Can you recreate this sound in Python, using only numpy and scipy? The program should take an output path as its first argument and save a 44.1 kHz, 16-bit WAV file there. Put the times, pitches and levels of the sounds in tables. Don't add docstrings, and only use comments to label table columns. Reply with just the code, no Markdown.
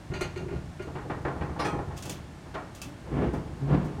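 import sys
import numpy as np
from scipy import signal
from scipy.io import wavfile
from scipy.ndimage import uniform_filter1d

SR = 44100
rng = np.random.default_rng(int(sys.argv[2]) if len(sys.argv) > 2 else 0)


def persist_wave(psi):
    counts = np.round(np.clip(psi, -1, 1) * 32767).astype(np.int16)
    wavfile.write(sys.argv[1], SR, np.atleast_2d(counts).T)


N = 176400
RING_N = 35000
BAND_HZ = 25 * 2 ** (np.arange(29) / 3)
CUTOFF_HZ = 16000

# start in seconds, level in dB, extra bass in dB,
# brightness in Hz, build-up in seconds.
KNOCKS = [(0.094, -52.5, 18.5, 900, 0.011), (.235, -48, 10.5, 1180, 0.012), (0.391, -47, 10.5, 990, 0.014),
          (.51, -45, 13, 780, 0.012), (.868, -45, 4, 1060, 0.0081), (.95, -41.5, 1.5, 2240, 0.0063),
          (1.04, -41, -6, 585, 0.015), (1.096, -38, 3.5, 2340, 0.005), (1.248, -36.5, -1, 1860, 0.0028),
          (1.277, -41.5, -5, 1980, 0.0036), (1.346, -46, 10, 1130, 0.013), (1.403, -39.5, 8.5, 2600, 0.011),
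          (1.486, -46, 3.5, 1460, 0.0074), (1.55, -39, -25, 1220, 0.018), (1.586, -34, -5, 5100, 0.013),
          (1.643, -35, -1, 6300, 0.012), (1.722, -39.5, 6.5, 1300, 0.012), (1.785, -43, 7, 1590, 0.0032),
          (1.85, -48, 3, 990, 0.012), (1.901, -46.5, -37, 1630, 0.0066), (2.03, -41.5, 8, 840, 0.042),
          (2.454, -53.5, 5, 1420, 0.0055), (2.540, -45.5, -7, 4330, 0.0038),
          (2.550, -41, -24, 2220, 0.0018), (2.843, -50, 7, 250, 0.015), (3.070, -48, -7, 750, 0.0028),
          (3.218, -45.5, -2, 2500, 0.002), (3.33, -43, 12.5, 1500, 0.0069), (3.979, -46, 9, 870, 0.0051)]
# start in seconds, low ring in dB, bright ring in dB, brightness in Hz.
SLIPS = [(0.115, -28.5, -55.5, 2480), (.136, -31, -45, 5200), (0.159, -32.5, -52.5, 5900),
         (.208, -21, -40.5, 8700), (.359, -26.5, -52.5, 5070), (0.373, -53, -54, 7500),
         (.404, -32, -84, 2500), (0.425, -28.5, -79, 2480), (0.456, -30, -64, 1990),
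         (0.482, -30, -54.5, 2350), (0.505, -29.5, -56.5, 2930), (0.525, -34.5, -61.5, 5000),
         (0.556, -45, -59, 2980), (0.794, -28, -53, 3000), (.820, -43, -58.5, 9700),
         (0.844, -35.5, -64, 2000)]
# start in seconds, level in dB, centre pitch in Hz.
POPS = [(1.251, -37.5, 1140), (1.254, -37, 405), (1.729, -34, 380), (2.553, -40, 910), (2.85, -48, 243),
        (3.111, -38.5, 333), (3.132, -23.5, 115), (3.196, -25, 215), (3.221, -30, 430), (3.258, -22, 96),
        (3.335, -40, 330)]
# level in dB, build-up in seconds, buzz depth in dB, ring time in seconds.
# A ring time (t60) is how long a sound takes to fade by 60 dB.
CLANKS = [(-35, 0.011, 4, .23), (-38, .003, 4.5, 0.34)]
# start in seconds, level in dB, ping in dB relative to that level,
# build-up in seconds.
CLICKS = [(1.96, -52.5, -8, 0.0093), (1.974, -52, -15.5, 0.002), (2.0234, -48.5, -10, 0.0011),
          (2.052, -49.5, -6, 0.0025), (2.082, -59, 5, 0.0046), (2.0951, -43, -19, 0.00085),
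          (2.747, -54, -19, 0.0026), (2.8165, -47, 0, 0.00022), (3.328, -59, 3, 0.0078),
          (3.844, -61.5, -18, 0.0035)]

# pitch in Hz, level in dB.
PANEL_MODES = [(62, -14), (140, -2), (186, -13), (243, -10.5), (300, -3.5), (350, -12.5), (404, -6),
               (497, -12), (650, -8), (735, -16.5), (826, -1), (866, -8.5), (1066, -10), (1250, -19),
               (1400, -10), (1565, -11.5), (1712, -18), (1880, -9), (2300, -12.5)]
HINGE_MODES = [(608, 2.5), (1150, -13), (1416, 4), (1857, -2.5), (2105, -6), (2235, -8), (2444, -1),
               (2785, -2), (2977, -7.5), (3575, -13), (4081, -9), (4200, -6), (4450, -12), (4657, -7),
               (5959, -11), (6444, -7), (6650, -12)]
MOUNT_MODES = [(290, -16), (360, -0.5), (398, -3.5), (470, -22)]
FIRST_CLANK_MODES = [(1040, 2), (1160, 7), (1240, -6), (2210, -7), (2800, -7), (3970, -8), (4250, -8),
                     (4750, -14), (4900, -11), (5100, -9), (5400, -11), (5700, -15), (9500, -16),
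                     (9900, -21)]
SECOND_CLANK_MODES = [(1254, 7.5), (1720, -2), (1940, -4), (2440, -3.5), (2540, -6.5), (3170, -8.5),
                      (3360, -11), (4190, -14.5), (5950, -11), (6510, -27), (8100, -16), (8610, -16)]
LATCH_MODES = [(1170, -4), (2340, -17), (2600, -0.5), (2660, -2), (4800, -7), (5930, -10), (8620, -13)]
# frequency in Hz, level of the band there in dB.
PANEL_SPECTRUM = [(30, -24), (50, -25.5), (72, -1.5), (108, -13), (140, 0.5), (200, -14), (380, -0.5),
                  (550, -5), (1050, -3.5), (1700, -7.5), (3000, -8), (5000, -10.5), (9000, -8.5),
                  (15000, -6)]
HINGE_SPECTRUM = [(250, -6), (600, -2.5), (1050, -1.5), (1500, -4), (2500, -1), (3400, -11), (4200, -3),
                  (5200, -20), (6500, -2), (10000, -5), (15000, -8)]
LATCH_SPECTRUM = [(400, -11.5), (1300, -11.5), (2100, -11), (3000, -1.5), (4000, -6), (6300, 2),
                  (9000, -2.5), (15000, -10.5)]
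# frequency in Hz, ring time in seconds.
PANEL_DECAY = [(70, 1), (150, 1), (400, 0.53), (1100, 0.59), (3000, 0.22), (10000, 0.26)]
HINGE_DECAY = [(400, 0.37), (2000, 0.32), (10000, 0.14)]
LATCH_DECAY = [(1000, 0.66), (3000, 0.37), (7000, 0.19), (15000, 0.24)]

# time in seconds, slips per second, level in dB.
SHORT_GROAN = [(2.845, 285, -60), (2.875, 282, -42), (2.93, 292, -49.5), (3.0, 280, -58)]
LONG_GROAN = [(3.6, 140.6, -47), (3.63, 134.1, -26), (3.687, 142.8, -30), (3.715, 147.2, -21.5),
              (3.738, 146.4, -19.5), (3.776, 145.4, -31.5), (3.842, 152.5, -32), (3.89, 154, -39.5),
              (4.0, 136.5, -40)]
GROAN_HARMONICS_DB = [-1, -14, -20.5, -30, -41]
# time in seconds, level in dB.
DRAG = [(3.02, -51), (3.074, -40.5), (3.105, -35), (3.134, -27), (3.222, -24), (3.27, -24.5), (3.316, -32),
        (3.36, -30.5), (3.43, -39.5), (3.6, -43)]
SHUDDER = [(3.6, -68), (3.61, -44), (3.626, -39), (3.652, -41), (3.708, -25.5), (3.748, -21), (3.762, -26),
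           (3.979, -38.5)]
# frequency in Hz, level per Hz in dB.
BACKGROUND_COLOUR = [(28, -28), (50, -5.5), (86, -4), (164, -5.5), (260, -12), (289, -5.5), (433, -24),
                     (684, -15.5), (826, -20), (945, -28), (1110, -12), (1450, -36), (1660, -18.5),
                     (1800, -26), (2850, -31), (8350, -39), (15500, -57.5)]
DRAG_COLOUR = [(30, -37), (60, -0.5), (97, -5.5), (131, 2), (161, -6), (357, -4), (507, -12.5),
               (829, -17.5), (3000, -34.5), (3880, -47), (8000, -66), (17600, -120)]
SHUDDER_COLOUR = [(30, -5), (58, 0), (95, 0), (170, 3), (290, -1.5), (450, -6), (700, -12), (1000, -12.5),
                  (1500, -22), (2500, -28.5), (4000, -36.5), (8000, -50)]

TIME, RING_TIME = np.arange(N) / SR, np.arange(RING_N) / SR


def from_db(db):
    return 10 ** (np.asarray(db) / 20)


def rms_one(x):
    return x / np.sqrt(np.mean(x ** 2, axis=-1, keepdims=True) + 1e-20)


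def at_bands(points):
    hz, value = np.transpose(points)
    return np.interp(np.log(BAND_HZ), np.log(hz), value)[:, None]


def level(curve):
    times, *_, db = np.transpose(curve)
    outside_s = np.maximum(times[0] - TIME, 0) + np.maximum(TIME - times[-1], 0)
    return from_db(np.interp(TIME, times, db)) * np.exp(-outside_s / .02)


def drift(per_s):
    return np.interp(TIME * per_s, np.arange(4000), rng.standard_normal(4000))


def noise_bands(evenness=0.27):
    white = rng.standard_normal((2, N + 2 * RING_N))
    half_band = 2 ** (1 / 6)
    bands = np.zeros((len(BAND_HZ), N + RING_N))
    for k, hz in enumerate(BAND_HZ):
        band_pass = signal.butter(2, [hz / half_band, hz * half_band], "band", fs=SR, output="sos")
        bands[k] = signal.sosfilt(band_pass, white[k % 2])[RING_N:]
    swell = np.abs(uniform_filter1d(bands ** 2, size=1500)) + 1e-12
    return rms_one(bands / swell ** evenness)


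def coloured(bands, colour):
    gains = from_db(at_bands(colour))[:, 0] * np.sqrt(BAND_HZ)
    return rms_one(gains @ bands[:, :N])


def softness(hz, edge_hz):
    return 1 / np.sqrt(1 + (hz / edge_hz) ** 6)


def rise(seconds):
    return 1 - np.exp(-(RING_TIME / seconds) ** 2)


def crack(db, seconds):
    return 1 + from_db(db) * np.exp(-RING_TIME / seconds)


def chatter(depth_db, per_s):
    return rms_one(from_db(depth_db * np.tanh(drift(per_s)[:RING_N])))


def band_fades(spectrum, decay):
    return from_db(at_bands(spectrum) - 60 * RING_TIME / at_bands(decay))


def dense_ring(bands, fades, gains):
    offset = rng.integers(N)
    ring = bands[:, offset:offset + RING_N] * fades
    share = np.sqrt(np.sum(fades ** 2, axis=1) / np.sum(ring ** 2, axis=1))
    return (gains * share) @ ring


def mode_ring(modes, t60, edge_hz=CUTOFF_HZ):
    hz, db = np.transpose(modes)
    gains = from_db(db + rng.standard_normal(len(hz))) * softness(hz, edge_hz)
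    signs = (-1) ** np.arange(len(hz))
    twin_hz = hz * (1 + 0.01237 * rng.standard_normal(len(hz)))
    tones = np.sin(2 * np.pi * hz[:, None] * RING_TIME)
    twins = from_db(-1.5) * np.cos(2 * np.pi * twin_hz[:, None] * RING_TIME)
    return (gains * signs) @ (tones + twins) * from_db(-60 * RING_TIME / t60)


def add(out, start_s, sound):
    i = int(start_s * SR)
    out[i:i + len(sound)] += sound[:N - i]


def background():
    return from_db(-45.5) * coloured(noise_bands(), BACKGROUND_COLOUR)


def panel_knocks():
    out, bands, fades = np.zeros(N), noise_bands(), band_fades(PANEL_SPECTRUM, PANEL_DECAY)
    bass_share = softness(BAND_HZ, edge_hz=330) ** 2
    for start_s, db, bass_db, edge_hz, build_s in KNOCKS:
        gains = softness(BAND_HZ, edge_hz) * from_db(bass_db * bass_share)
        thud = dense_ring(bands, fades, gains) * crack(db=2, seconds=0.0078)
        tones = mode_ring(PANEL_MODES, t60=0.34, edge_hz=edge_hz)
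        add(out, start_s, from_db(db) * (thud + tones) * rise(build_s))
    return out


def hinge_creak(bands):
    out, fades = np.zeros(N), band_fades(HINGE_SPECTRUM, HINGE_DECAY)
    for start_s, low_db, bright_db, edge_hz in SLIPS:
        steel = dense_ring(bands, fades, softness(BAND_HZ, edge_hz))
        steel += mode_ring(HINGE_MODES, t60=0.28, edge_hz=edge_hz) * chatter(depth_db=2, per_s=250)
        mount = mode_ring(MOUNT_MODES, t60=0.11)
        add(out, start_s, from_db(bright_db) * steel * rise(seconds=0.0017))
        add(out, start_s, from_db(low_db) * mount * rise(seconds=0.01))
    return out


def panel_pops():
    out, hz = np.zeros(N), np.transpose(PANEL_MODES)[0]
    for start_s, db, centre_hz in POPS:
        mode_db = -19 * np.log2(hz / centre_hz) ** 2
        ring = mode_ring(np.transpose([hz, mode_db]), t60=0.25)
        add(out, start_s, from_db(db) * ring * rise(seconds=0.0089))
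    return out


def fitting_clanks(starts_s=(1.591, 1.643)):
    out, fittings = np.zeros(N), (FIRST_CLANK_MODES, SECOND_CLANK_MODES)
    for start_s, (db, build_s, buzz_db, t60), modes in zip(starts_s, CLANKS, fittings):
        ring = mode_ring(modes, t60) * chatter(buzz_db, per_s=900)
        add(out, start_s, from_db(db) * ring * rise(build_s))
    return out


def latch_clicks(bands):
    out, fades = np.zeros(N), band_fades(LATCH_SPECTRUM, LATCH_DECAY)
    for start_s, db, ping_db, build_s in CLICKS:
        snap = dense_ring(bands, fades, gains=0.87) * crack(db=-1.5, seconds=0.0039)
        ping = from_db(ping_db) * mode_ring(LATCH_MODES, t60=0.24)
        add(out, start_s, from_db(db) * (snap + ping) * rise(build_s))
    return out


def panel_groan(curve, jitter=0.0174, flutter_db=1.5):
    times, slip_hz, _ = np.transpose(curve)
    pitch_hz = np.interp(TIME, times, slip_hz) * (1 + jitter * drift(per_s=70))
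    phase = 2 * np.pi * np.cumsum(pitch_hz) / SR
    note = sum(from_db(db + flutter_db * drift(per_s=50)) * np.cos(k * phase)
               for k, db in enumerate(GROAN_HARMONICS_DB, start=1))
    return level(curve) * rms_one(note)


def edge_drag(bands, curve, colour, dull_hz=4500, mode_width_hz=3.2):
    rub = coloured(bands, colour) * from_db(drift(per_s=120))
    rub = signal.sosfilt(signal.butter(2, dull_hz, fs=SR, output="sos"), rub)
    resonances = [signal.iirpeak(hz, hz / mode_width_hz, fs=SR) for hz, _ in PANEL_MODES]
    sheet = sum(signal.lfilter(b, a, rub) for b, a in resonances)
    return from_db(-1.5) * level(curve) * rms_one(rub + from_db(7.5) * sheet)


def scene():
    bands = noise_bands()
    mix = edge_drag(bands, DRAG, DRAG_COLOUR) + edge_drag(bands, SHUDDER, SHUDDER_COLOUR)
    mix += panel_groan(SHORT_GROAN) + panel_groan(LONG_GROAN)
    mix += background()
    mix += hinge_creak(bands) + panel_knocks() + panel_pops() + fitting_clanks() + latch_clicks(bands)
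    return mix[None]


def record(dry):
    return signal.sosfilt(signal.ellip(10, .1, 80, CUTOFF_HZ, fs=SR, output="sos"), dry)


dry = scene()
out = record(dry)
persist_wave(out)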